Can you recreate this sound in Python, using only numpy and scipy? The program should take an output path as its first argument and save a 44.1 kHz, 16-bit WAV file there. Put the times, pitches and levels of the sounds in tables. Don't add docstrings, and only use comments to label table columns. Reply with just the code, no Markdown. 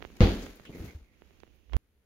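import sys
import numpy as np
from scipy import signal
from scipy.fft import rfft, irfft
from scipy.io import wavfile

SR = 44100
rng = np.random.default_rng(int(sys.argv[2]) if len(sys.argv) > 2 else 0)


def pcm_store(signal):
    levels = np.round(np.clip(np.atleast_2d(signal), -1, 1) * 32767)
    wavfile.write(sys.argv[1], SR, levels.astype(np.int16).T)


N = 90404
TIME, FREQS = np.arange(N) / SR, np.fft.rfftfreq(N, 1 / SR)


def strike():
    # start in seconds, level in dB, twice the rise time in seconds.
    smacks = [(0.2058, -23, 0.0022), (0.2144, -30.5, 0.0026)]
    # frequency in Hz, relative level in dB.
    smack_colour = [(200, -3.5), (600, 1.5), (1200, -4), (2200, -1), (4200, -7), (6800, -16.5),
                    (8000, -34.5), (16000, -39.5)]
    crush_colour = [(25, -18), (45, -7), (95, -3), (125, -10), (150, -10), (185, -3), (250, -2), (330, -2),
                    (500, -6), (750, -11), (1100, -17.5), (2000, -17.5), (2650, -21), (3400, -18),
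                    (4000, -23), (4600, -22.5), (5200, -31.5), (6800, -35), (7500, -50.5), (16000, -58.5)]
    # frequency in Hz, seconds to fall 60 dB.
    crush_t60 = [(50, 0.55), (130, 0.45), (260, 0.6), (700, 0.44), (2000, 0.46), (5000, 0.55),
                 (12000, 0.72)]
    # frequency in Hz, level in dB, seconds to fall 60 dB.
    boom_modes = [(48, -12.5, 0.3), (87, -17, 0.28), (121.7, -29.5, 0.17), (194, -23.5, 0.38),
                  (237.6, -32, 0.55), (283.8, -29.5, 0.54), (337.3, -28, 0.45), (400, -37.5, 0.75),
                  (502, -29, 0.25), (658, -36, 0.35), (790, -37.5, 0.35), (838, -42, 0.4)]
    crush_s, crush_rise_s, crush_db = 0.2065, 0.0059, -21.5
    boom_s, boom_rise_s = 0.2110, 0.002
    contact = sum(amp(db) * swell(since(start) / (length / 2)) for start, db, length in smacks)
    smack = coloured(read(smack_colour, FREQS)) * contact * pan(db=4.5)
    filling = coloured(read(crush_colour, FREQS), grains(per_s=9000, spread_db=3.0))
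    crush = dying(filling, crush_s, crush_t60) * (1 - np.exp(-since(crush_s) / crush_rise_s))
    boom = -ring(boom_modes, boom_s) * (1 - np.exp(-since(boom_s) / boom_rise_s))
    return smack + amp(crush_db) * crush + boom


def thuds():
    # start
    # in seconds, level in dB, pitch in Hz, 1.3 times the rise in cycles.
    blows = [(0.2058, -9, 170, 0.48), (0.2066, -20, 505, 4.0), (0.2139, -14.5, 111, 0.47),
             (0.2337, -12, 86, 0.27), (0.2565, -20, 148, 0.49), (0.2830, -25.5, 80, 0.74),
             (0.3060, -28.5, 200, 0.46), (0.3200, -28, 189, 0.4), (0.346, -36.5, 40, 1.35),
             (0.434, -32, 270, 0.7), (0.488, -47, 41.5, 0.98), (0.6060, -48, 130, 0.4),
             (0.693, -46, 134.3, 0.68), (0.7470, -38.5, 169, 0.6), (0.7490, -41.5, 424, 1.24),
             (0.8030, -32.5, 71.4, 0.5), (0.839, -36, 98.6, 0.6), (0.8420, -37.5, 195, 0.84),
             (0.8730, -40, 75.3, 0.69), (0.948, -34.5, 72.5, 0.81), (1.014, -47, 53, 0.71)]
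    # frequency in Hz, seconds to fall 60 dB.
    room_t60 = [(50, 0.42), (130, 0.33), (250, 0.45), (1000, 0.45)]
    room_db, room_rise_s = -16.5, 0.02
    direct = np.zeros(N)
    for start, db, hz, cycles in blows:
        turns = since(start) * hz
        direct -= amp(db) * swell(turns / cycles * 1.3) * np.sin(2 * np.pi * turns)
    tail = dying(coloured(colour_db=0), 0, room_t60) * np.minimum(TIME / room_rise_s, 1)
    room = signal.fftconvolve(direct[None], tail / np.linalg.norm(tail[0]), axes=1)[:, :N]
    return direct + amp(room_db) * room


def rustle():
    # time in seconds, level in dB.
    slide_level = [(0, -65.5), (0.14, -61.5), (0.2, -58), (0.215, -42), (0.295, -44.5), (0.38, -50),
                   (0.44, -47.5), (0.5, -54), (0.56, -58.5), (0.63, -62.5), (0.71, -59.5), (0.76, -56),
                   (0.86, -52), (0.93, -59), (1.0, -67.5), (1.1, -75.5), (1.3, -69.5), (1.77, -82)]
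    # frequency in Hz, relative level in dB.
    cloth_colour = [(100, 6), (500, 8.5), (1000, 1), (1600, 2.5), (2250, 3.5), (3000, -1.5), (4400, -3),
                    (5500, -6), (6900, -3.5), (7600, -17), (11000, -11.5), (15500, -12)]
    # frequency in Hz, left minus right in dB.
    cloth_pan = [(500, -1.5), (1300, 2.5), (2400, -5.5), (4400, 4.5), (8000, 25.5), (15000, 19.5)]
    # start in seconds, level in dB, rise in seconds, centre in Hz,
    # half-width in octaves, left minus right in dB.
    brushes = [(0.650, -51, 0.0039, 1600, 1.6, 2), (0.652, -55, 0.014, 2900, 0.35, -3),
               (0.72, -57, 0.019, 2170, 0.28, -6), (0.877, -56, 0.014, 2140, 0.22, -10),
               (0.168, -50, 0.0012, 3000, 1.6, -3), (0.421, -54, 0.0077, 5600, 0.7, 14),
               (0.554, -60.5, 0.0044, 12500, 0.7, 19), (0.75, -66, 0.04, 13500, 0.6, 20),
               (0.84, -61, 0.014, 13500, 0.6, 17), (1.542, -77.5, 0.013, 13000, 0.6, 8),
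               (1.012, -75, 0.1, 2150, 0.35, -10.5), (1.4015, -57, 0.001, 4200, 0.8, -14)]
    spurt_db, spurt_s = 1, 0.0081
    slips = coloured(read(cloth_colour, FREQS), grains(per_s=6000, spread_db=0.5))
    cloth = filtered(slips, pan(read(cloth_pan, FREQS)))
    spurts = unit(filtered(rng.standard_normal(N), np.exp(-(FREQS * spurt_s) ** 2)))
    out = cloth * level(slide_level) * amp(spurt_db * spurts)
    for start, db, rise, hz, octaves, pan_db in brushes:
        band_db = -40 * np.log10(1 + (np.log2((FREQS + 1) / hz) / octaves) ** 2)
        out += amp(db) * swell(since(start) / rise) * coloured(band_db) * pan(pan_db)
    return out


def roll():
    # time in seconds, level in dB.
    roll_level = [(0, -56), (0.12, -60.5), (0.2, -56), (0.40, -59), (0.44, -42.5), (0.47, -55.5),
                  (0.6, -73), (0.675, -60), (0.695, -42.5), (0.725, -51.5), (0.755, -45), (0.78, -47.5),
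                  (0.85, -45.5), (0.9, -52), (0.95, -60), (1.05, -72), (1.3, -68.5), (1.7, -85)]
    # frequency in Hz, relative level in dB.
    roll_colour = [(25, -15), (45, -1.5), (95, -1), (135, -9.5), (190, 3.5), (350, -3), (530, -10),
                   (700, -19.5), (1200, -30.5), (4000, -67)]
    return coloured(read(roll_colour, FREQS), grains(per_s=900, spread_db=1.0)) * level(roll_level)


def handling():
    # time in seconds, level in dB.
    grip_level = [(0, -55), (0.06, -51), (0.12, -58.5), (0.6, -68), (1.1, -70), (1.2, -64), (1.32, -61.5),
                  (1.48, -60.5), (1.62, -64.5), (1.68, -63.5), (1.76, -51.5)]
    # frequency in Hz, relative level in dB.
    grip_colour = [(30, 2), (65, 16), (130, -3.5), (400, -6), (800, -23), (1600, -24.5), (2800, -13.5),
                   (4500, -28), (6700, -25), (7800, -53), (16000, -29)]
    # frequency in Hz, level in dB, seconds to fall 60 dB.
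    case_modes = [(1080, -37, 0.021), (2180, -39.5, 0.019), (2830, -41, 0.02), (3220, -39, 0.019),
                  (3780, -52, 0.019), (5450, -52.5, 0.016)]
    # start in seconds, level in dB, low-pass corner in Hz, left minus right in dB.
    ticks = [(0.0065, -39, 248, -19), (0.0208, -37, 3000, -19), (0.0249, -24, 2950, -47),
             (0.0422, -36.5, 1400, -21), (0.0504, -25, 870, -36), (0.1024, -42, 800, -1),
             (0.169, -48, 6000, -15), (0.466, -29.5, 1200, -17), (0.598, -36, 800, -32),
             (1.2208, -38, 502, -25.5), (1.308, -47.5, 692, -30), (1.4032, -45, 11800, -28),
             (1.4343, -35, 600, -34), (1.468, -52, 2520, -20), (1.477, -50, 510, -17),
             (1.697, -46, 1513, -23), (1.7242, -39.5, 804, -29), (1.734, -27, 2160, -38.5),
             (1.7369, -38.5, 2000, -34), (1.745, -29, 200, -36), (1.758, -35.5, 2000, -29)]
    bump_s, bump_hz, bump_db, bump_grow_s = 1.7605, 57.1, -16, 0.016
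    switch_s = 1.7675
    out = level(grip_level) * coloured(read(grip_colour, FREQS)) * pan(db=-18.5)
    out += ring(case_modes, start=1.7342) * pan(db=-34)
    for start, db, corner_hz, pan_db in ticks:
        click, at = finger_tick(corner_hz), round(start * SR)
        out[:, at:at + len(click)] += amp(db) * pan(pan_db) * click
    t = TIME - bump_s
    growth = np.exp(np.minimum(t, 0) / bump_grow_s)
    bump = -amp(bump_db) * growth * np.sin(2 * np.pi * bump_hz * t)
    return (out + bump * pan(db=-53)) * (TIME < switch_s)


def finger_tick(corner_hz, rattle_db=-34.5, rattle_s=0.0037, size=2048):
    # frequency in Hz, relative level in dB.
    case_colour = [(30, -24), (130, -3.5), (380, 7.5), (900, 0.5), (2000, 2), (3500, -1.5), (5000, -13.5),
                   (6800, -25.5), (8000, -32), (16000, -21.5)]
    hz, t = abs(np.fft.fftfreq(size, 1 / SR)), np.arange(size) / SR
    log_gain = np.log(amp(read(case_colour, hz)) / np.hypot(1, hz / corner_hz))
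    click = np.fft.ifft(np.exp(np.conj(signal.hilbert(log_gain)))).real
    rattle = amp(rattle_db) * rng.standard_normal(size) * np.exp(-t / rattle_s)
    return (click + signal.fftconvolve(click, rattle)[:size]) / abs(click).max()


def room_air(db):
    # frequency in Hz, relative level in dB.
    air_colour = [(25, -4.5), (45, 4.5), (70, 4.5), (130, -11), (250, -10.5), (480, -14), (700, -29),
                  (1400, -27), (3200, -29), (5000, -38.5), (8000, -41.5), (10500, -30), (15500, -36)]
    return amp(db) * coloured(read(air_colour, FREQS))


def amp(db):
    return 10 ** (np.asarray(db) / 20)


def unit(x):
    return x / np.sqrt(np.mean(x ** 2) + 1e-20)


def read(points, hz):
    f, value = np.transpose(points)
    return np.interp(np.log(hz + 1), np.log(f + 1), value)


def level(points):
    return amp(np.interp(TIME, *np.transpose(points)))


def since(start):
    return np.maximum(TIME - start, 0)


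def pan(db):
    gains = amp(np.array([np.atleast_1d(db), -np.atleast_1d(db)]) / 2)
    return gains / np.sqrt(np.mean(gains ** 2, 0))


def swell(u):
    return u * np.exp(1 - u)


def filtered(x, gain):
    return irfft(rfft(x) * gain, N)


def ring(modes, start):
    t = since(start)
    return sum(amp(db - 60 * t / t60) * np.sin(2 * np.pi * hz * t) for hz, db, t60 in modes)


def coloured(colour_db, source=None):
    # frequency in Hz, correlation.
    likeness = [(60, 0.74), (290, 0.94), (640, 0.59), (1400, 0.25), (3000, 0.05), (15000, 0.1)]
    a, b = rfft(rng.standard_normal((2, N)) if source is None else source)
    like = np.clip(read(likeness, FREQS), -1, 1)
    mid, side = a * np.sqrt(1 + like), b * np.sqrt(1 - like)
    return unit(irfft(np.array([mid + side, mid - side]) * amp(colour_db), N))


def dying(x, start, t60s):
    hz, t, bands = signal.stft(x, SR, nperseg=1024)
    decay = amp(-60 * np.maximum(t - start, 0) / read(t60s, hz)[:, None])
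    return signal.istft(bands * decay, SR, nperseg=1024)[1][:, :N]


def grains(per_s, spread_db):
    slips = rng.standard_normal((2, N)) * (rng.random((2, N)) < per_s / SR)
    return slips * amp(spread_db * np.minimum(rng.exponential(1, (2, N)), 4))


def scene():
    left_lead_s = 0.00007
    left, right = strike() + thuds() + rustle() + roll()
    right = filtered(right, np.exp(-2j * np.pi * FREQS * left_lead_s))
    return np.array([left, right]) + handling() + room_air(db=-71)


def record(dry):
    edge_hz = 15850
    low_pass = signal.firwin(511, edge_hz, window=("kaiser", 9), fs=SR)
    return signal.oaconvolve(dry, low_pass[None], "same")


dry = scene()
out = record(dry)
pcm_store(out)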